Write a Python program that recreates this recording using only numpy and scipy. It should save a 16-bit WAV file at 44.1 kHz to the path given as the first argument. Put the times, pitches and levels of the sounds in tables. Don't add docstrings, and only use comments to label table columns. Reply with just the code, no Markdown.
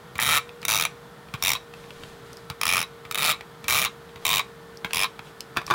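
import sys
import numpy as np
from scipy import signal
from scipy.fft import rfft, irfft, next_fast_len
from scipy.io import wavfile
from scipy.ndimage import uniform_filter1d, minimum_filter1d, map_coordinates

SR = 44100
rng = np.random.default_rng(int(sys.argv[2]) if len(sys.argv) > 2 else 0)


def output_pcm(signal):
    pcm = np.clip(np.atleast_2d(signal).T, -1, 1) * 32767
    wavfile.write(sys.argv[1], SR, np.round(pcm).astype(np.int16))


N = 253134

STROKE_PLAN = [(0.1993, 0.382, 26, .12, .1, -27.5, 5, 2.5, -38),
               (0.682, 0.851, 16, -.26, 0.11, -22.5, 3, 0.5, -30.5),
               (1.4247, 1.5507, 10, -0.23, 0.19, -23.5, -1.5, 1.5, -26),
               (2.654, 2.827, 15, 0, 0.067, -21.5, 0, -4, -31.5),
               (3.176, 3.325, 22, .12, .1, -23.5, 5.5, -1.5, -27),
               (3.6817, 3.857, 23, .02, .1, -22.5, -1, -0.5, -23),
               (4.2515, 4.393, 13, .1, .2, -22, -1.5, 2, -21.5),
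               (4.933, 5.042, 10, .16, 0.016, -23.5, 0.5, -4, -22.5)]
# hollow_hz, hollow_db, rim_db, tip_hz, tip_db, spool_db
GRIP_MODES = [(1290, 9, 4.5, 3400, -7, -4), (1265, 2.5, -0.5, 5940, -5.5, -9),
              (1120, 0.5, 4, 5680, -3.5, -9), (1224, 1, -2.5, 5550, -3, -1.5), (1240, 4, 3, 5300, -28, -6),
              (1185, 1.5, -2, 5700, -6.5, -6), (1046, -0.5, 2.5, 5800, -17, -17),
              (1064, 2.5, -1, 5200, -1, 0.5)]
# time_s, level_db, treble_db
TIP_LANDINGS = [(0.155, -17.5, -22), (0.629, -20, -20), (1.339, -10.5, -25.5), (2.5, -14.5, -15),
                (3.051, -22, -29), (3.642, -19.5, -18), (4.159, -25, -23), (4.846, -9.5, -25)]
# freq_hz, gain_db
PAPER_SPECTRUM = [(300, 7.5), (1200, -2), (3500, -0.5), (6000, -7.5), (10000, -11.5), (16000, -23)]
# freq_hz, gain_db
TABLE_SPECTRUM = [(25, -50), (65, -1), (140, 3.5), (220, -6.5), (500, -24), (1500, -80)]


def ratchet(life_s=0.0031, jitter_s=0.0002, level_db=7, scatter_db=2.8, alike=0.43, size=4096):
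    out = np.zeros(N)
    hz = np.fft.rfftfreq(size, 1 / SR)
    for run, grip in zip(tooth_snaps(), GRIP_MODES):
        hollow_hz, hollow_db, rim_db, tip_hz, tip_db, spool_db = grip
        held = [(hollow_hz, 150, hollow_db), (3720, 210, rim_db),
                (tip_hz, 500, tip_db), (10150, 450, spool_db)]
        body = causal(case_gain(hz, held, ring_db=9))
        pawl = rng.standard_normal(size)
        for time_s, db, treble_db in run:
            late, strong, stretch_db = rng.standard_normal(3)
            grain = np.sqrt(alike) * pawl + np.sqrt(1 - alike) * rng.standard_normal(size)
            envelope = spray(life_s * amp(stretch_db), rise_s=0.00013)
            snap = amp(db + level_db + scatter_db * strong) * grain * envelope
            ringing = irfft(rfft(snap) * body * causal(shelf(hz, treble_db + 1)))
            add(out, time_s + jitter_s * late, ringing)
    return out


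def tooth_snaps(arch_db=2, dulling_db=3.5):
    # time_s, level_db, treble_db
    slips = [(.181, -46, 8), (.19, -23, -40), (0.6513, -28.5, 5.5), (2.6135, -22, -3), (2.633, -18, -5.5),
             (3.1114, -25.5, 3), (3.123, -32.5, 1), (3.1457, -26, 1.5), (3.155, -28, -4)]
    runs, previous_stop_s = [], 0
    for start_s, stop_s, teeth, lag, ease, db, swell_db, treble_db, _ in STROKE_PLAN:
        times_s = tooth_times(start_s, stop_s, teeth, lag, ease)
        u = np.linspace(-.5, .5, len(times_s))
        level_db = db + swell_db * u + arch_db * (np.cos(np.pi * u) - .5)
        level_db[0] += 2
        level_db[-1] -= 4
        lead_in = [slip for slip in slips if previous_stop_s < slip[0] < start_s]
        runs.append(lead_in + list(zip(times_s, level_db, treble_db - dulling_db * u)))
        previous_stop_s = stop_s
    return runs


def tooth_times(start_s, stop_s, teeth, lag, ease):
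    u = np.linspace(0, 1, round(teeth) + 1)
    elapsed = u + lag * u * (1 - u) + ease * np.sin(2 * np.pi * u) / (2 * np.pi)
    return start_s + (stop_s - start_s) * elapsed


def case_gain(hz, held, ring_db):
    # freq_hz, gain_db
    snap_spectrum = [(100, -15.5), (400, -10), (900, -1.5), (1550, -12), (2400, 9), (3700, -10.5),
                     (4200, -5.5), (5700, -1.5), (7200, -8.5), (8500, -5.5), (10200, -5), (12500, -7),
                     (15500, -3)]
    # freq_hz, width_hz, gain_db
    shell_modes = [(665, 60, -10), (895, 80, -7), (1880, 100, -7), (2320, 170, 3), (2600, 240, -4),
                   (3250, 220, -3), (7200, 500, -11), (14800, 1100, -14)]
    return np.hypot(amp(along(snap_spectrum, hz)), amp(ring_db) * resonances(shell_modes + held, hz))


def bumps(level_db=-1, rebound_s=0.0087, loss_db=5):
    out = np.zeros(N)
    stops = [(stop_s, db, 1100, 13) for _, stop_s, *_, db in STROKE_PLAN]
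    landings = [(s, db - 18, grip[0], 0) for (s, db, _), grip in zip(TIP_LANDINGS, GRIP_MODES)]
    for time_s, db, hollow_hz, rim_db in stops + landings:
        held = [(hollow_hz, 140, 7), (3850, 130, rim_db)]
        colour = lambda hz: causal(case_gain(hz, held, ring_db=12) * shelf(hz, -10))
        for k in range(3):
            bump = filtered(burst(0.0069, rise_s=0.00063), colour)
            add(out, time_s + k * rebound_s, amp(db + level_db - k * loss_db) * bump)
    return out


def roller(rub_db=-48, rumble_db=-44, peel_db=-37, usual_teeth_per_s=110):
    rub = amp(rub_db) * contact(lead_s=0.081) * noise(PAPER_SPECTRUM)
    rumble = amp(rumble_db + wobble(25)) * contact(lead_s=0) * noise(TABLE_SPECTRUM)
    crackle = rng.standard_normal(N) * amp(4 * wobble(900))
    held = [(1200, 1400, 1), (3700, 430, 1)]
    peel = unit(filtered(crackle, lambda hz: causal(case_gain(hz, held, ring_db=40))))
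    return rub + rumble + amp(peel_db) * tape_speed() / usual_teeth_per_s * peel


def contact(lead_s, fade_s=0.016):
    return sum(curve([(start_s - lead_s, 0), (start_s + fade_s, 1),
                      (stop_s - fade_s, 1), (stop_s + fade_s, 0)])
               for start_s, stop_s, *_ in STROKE_PLAN)


def tape_speed():
    runs = [tooth_times(*stroke[:5]) for stroke in STROKE_PLAN]
    travel = sum(np.interp(np.arange(N) / SR, times_s, np.arange(len(times_s))) for times_s in runs)
    return np.abs(uniform_filter1d(np.gradient(travel) * SR, 441))


def taps_and_creaks(shell_db=-13):
    # time_s, level_db
    creaks = [(.492, -20), (1.738, -19), (1.906, -19), (2.035, -17.5), (3.409, -15), (4.908, -16),
              (5.192, -14)]
    faint_creaks = [(s, -30) for s in rng.uniform(0, N / SR, 8)]
    touches = [(s, db, 2.5, treble_db + 12) for s, db, treble_db in TIP_LANDINGS]
    touches += [(s, db, -9, -18) for s, db in creaks + faint_creaks]
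    held = [(1300, 1000, 0.81), (3600, 2700, 0.99)]
    shell, thumps = np.zeros((2, N))
    for time_s, db, thump_db, treble_db in touches:
        spot = 1 + 0.008 * rng.standard_normal()
        colour = lambda hz: causal(case_gain(hz * spot, held, ring_db=6) * shelf(hz, treble_db))
        add(shell, time_s, amp(db + shell_db) * filtered(burst(0.0033, rise_s=0.000062), colour))
        add(thumps, time_s, amp(db + thump_db) * burst(0.0063))
    return shell + shaped(thumps, TABLE_SPECTRUM)


def knocks(ring_db=5, crack_db=-22, thump_db=-19):
    # time_s, level_db, hardness_db
    hits = [(5.564, -17, 9), (5.570, 2, 12), (5.616, -20, -18), (5.678, -22, -10), (5.702, -10, 11),
            (5.7084, 6.5, -25), (5.723, -29, -16), (5.738, -9, -2)]
    # freq_hz, width_hz, gain_db
    knock_modes = [(676, 70, -12), (916, 130, -1.5), (1015, 19, 7), (1120, 74, 7.5), (1420, 210, -5),
                   (2450, 230, -7.5), (3580, 350, -10.5), (4660, 270, -17.5)]
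    # freq_hz, gain_db
    thump_spectrum = [(30, -22), (70, -8), (140, 8), (230, 2.5), (350, 6), (600, -7), (1500, -58)]
    blows, cracks, thumps = np.zeros((3, N))
    for time_s, db, hardness_db in hits:
        add(blows, time_s, amp(db + ring_db) * burst(0.0033))
        add(cracks, time_s, amp(db + hardness_db + crack_db) * burst(0.0011))
        add(thumps, time_s, amp(db + thump_db) * burst(0.0091))
    hollow = filtered(blows, lambda hz: causal(resonances(knock_modes, hz)))
    crack = filtered(cracks, lambda hz: causal(shelf(hz, -6) * shelf(hz, -9, corner_hz=11000)))
    return hollow + crack + shaped(thumps, thump_spectrum)


def hands():
    # time_s, level_db
    nail_ticks = [(.617, -39), (2.331, -38.5), (2.37, -38.5), (4.772, -40), (5.4061, -24), (5.6657, -28.5)]
    # start_s, length_s, level_db
    slides = [(1.7, .26, -52), (1.88, .34, -49.5), (2.16, .34, -54), (5.21, .12, -53), (5.655, .12, -39.5)]
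    # freq_hz, gain_db
    tick_spectrum = [(1000, -9), (3800, -0.5), (4900, 14), (8000, -1.5), (16000, -7)]
    ticks, sliding = np.zeros((2, N))
    for time_s, db in nail_ticks:
        add(ticks, time_s, amp(db) * burst(0.002))
    for start_s, length_s, db in slides:
        add(sliding, start_s, amp(db) * np.sin(np.linspace(0, np.pi, round(length_s * SR))))
    hiss = sliding * amp(wobble(65)) * noise(PAPER_SPECTRUM)
    return shaped(ticks, tick_spectrum) + hiss


def room(x, early_db=-9, tail_db=-17, early_t60_s=0.075, gap_s=0.004, blocks=20):
    # freq_hz, t60_s
    decay = [(200, 0.18), (1200, 0.23), (3500, 0.23), (8000, 0.27), (15000, 0.018)]
    out = np.zeros(N)
    edges = np.linspace(0, N, blocks + 1).astype(int)
    for a, b in zip(edges, edges[1:]):
        hz, t, z = signal.stft(rng.standard_normal((2, SR // 3)), SR, nperseg=256)
        walls = signal.istft(z[0] * amp(-60 * t / along(decay, hz)[:, None]), SR, nperseg=256)[1]
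        near = signal.istft(z[1] * amp(-60 * t / early_t60_s), SR, nperseg=256)[1]
        tail = amp(tail_db) * walls / np.linalg.norm(walls)
        early = amp(early_db) * near / np.linalg.norm(near)
        add(out, a / SR + gap_s, signal.fftconvolve(x[a:b], early + tail))
    return filtered(out, lambda hz: shelf(hz, -6))


def fan(air_db=-48, drone_db=-56, waver_db=2.06):
    # time_s, speed_hz
    shaft = [(0, 59.7), (2.4, 58), (4.2, 58.1), (5.74, 56.8)]
    # shaft_multiple, level_db
    partials = [(7, -59.5), (8, -50.5), (23, -63), (31, -65.5)]
    # freq_hz, width_hz, gain_db
    duct_modes = [(132, 19, -5), (1480, 49, -15)]
    # freq_hz, gain_db
    air_spectrum = [(25, -51), (45, -14), (64, -3.5), (100, -14), (160, 1), (250, -8.5), (450, -10.5),
                    (720, -10), (1150, -9), (1800, -14.5), (2700, -22), (3400, -18.5), (5800, -28.5),
                    (15800, -33.5)]
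    turns = np.cumsum(curve(shaft) + 0.06 * wobble(4.64)) / SR
    whine = sum(amp(db + waver_db * wobble(4.02)) * unit(np.sin(2 * np.pi * k * turns))
                for k, db in partials)
    drone = unit(filtered(rng.standard_normal(N), lambda hz: resonances(duct_modes, hz)))
    return amp(air_db) * noise(air_spectrum) + whine + amp(drone_db) * drone


def spray(life_s, rise_s, size=4096):
    t = np.arange(size) / SR
    return np.exp(-(t / life_s) ** 2) * (1 - np.exp(-t / rise_s))


def burst(life_s, rise_s=0.0001, size=4096):
    return rng.standard_normal(size) * spray(life_s, rise_s, size)


def noise(spectrum):
    return unit(filtered(rng.standard_normal(N), lambda hz: amp(along(spectrum, hz))))


def wobble(rate_hz):
    knots = rng.standard_normal(int(N * rate_hz / SR) + 4)
    return map_coordinates(knots, [np.arange(N) * rate_hz / SR])


def resonances(modes, hz):
    return np.sqrt(sum(np.abs(amp(db) * hz * width / (f * f - hz * hz + 1j * hz * width)) ** 2
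                       for f, width, db in modes))


def shelf(hz, treble_db, corner_hz=4500):
    return amp(treble_db / (1 + (corner_hz / (hz + 1)) ** 4))


def causal(gain):
    cepstrum = irfft(np.log(np.maximum(gain, 1e-6)))
    half = len(cepstrum) // 2
    cepstrum[1:half] *= 2
    cepstrum[half + 1:] = 0
    return np.exp(rfft(cepstrum))


def filtered(x, response):
    size = 2 * next_fast_len(len(x) // 2 + 4096)
    return irfft(rfft(x, size) * response(np.fft.rfftfreq(size, 1 / SR)), size)[:len(x)]


def shaped(x, spectrum):
    return filtered(x, lambda hz: causal(amp(along(spectrum, hz))))


def along(points, hz):
    freq_hz, values = np.transpose(points)
    return np.interp(np.log(hz + 1), np.log(freq_hz + 1), values)


def curve(rows):
    return np.interp(np.arange(N) / SR, *np.transpose(rows))


def add(track, time_s, x):
    i = int(np.clip(round(time_s * SR), 0, len(track)))
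    track[i:i + len(x)] += x[:len(track) - i]


def amp(db):
    return 10 ** (np.asarray(db) / 20)


def unit(x):
    return x / np.sqrt(np.mean(np.abs(x) ** 2) + 1e-20)


def scene():
    work = ratchet() + bumps() + roller() + taps_and_creaks() + knocks() + hands()
    return (work + room(work) + fan())[None]


def record(dry, ceiling_db=-9, window_samples=45, top_hz=16000):
    needed_gain = np.minimum(1, amp(ceiling_db) / (np.abs(dry[0]) + 1e-9))
    gain = uniform_filter1d(minimum_filter1d(needed_gain, window_samples), window_samples)
    return filtered(dry[0] * gain, lambda hz: 1 / (1 + (hz / top_hz) ** 120))[None]


dry = scene()
out = record(dry)
output_pcm(out)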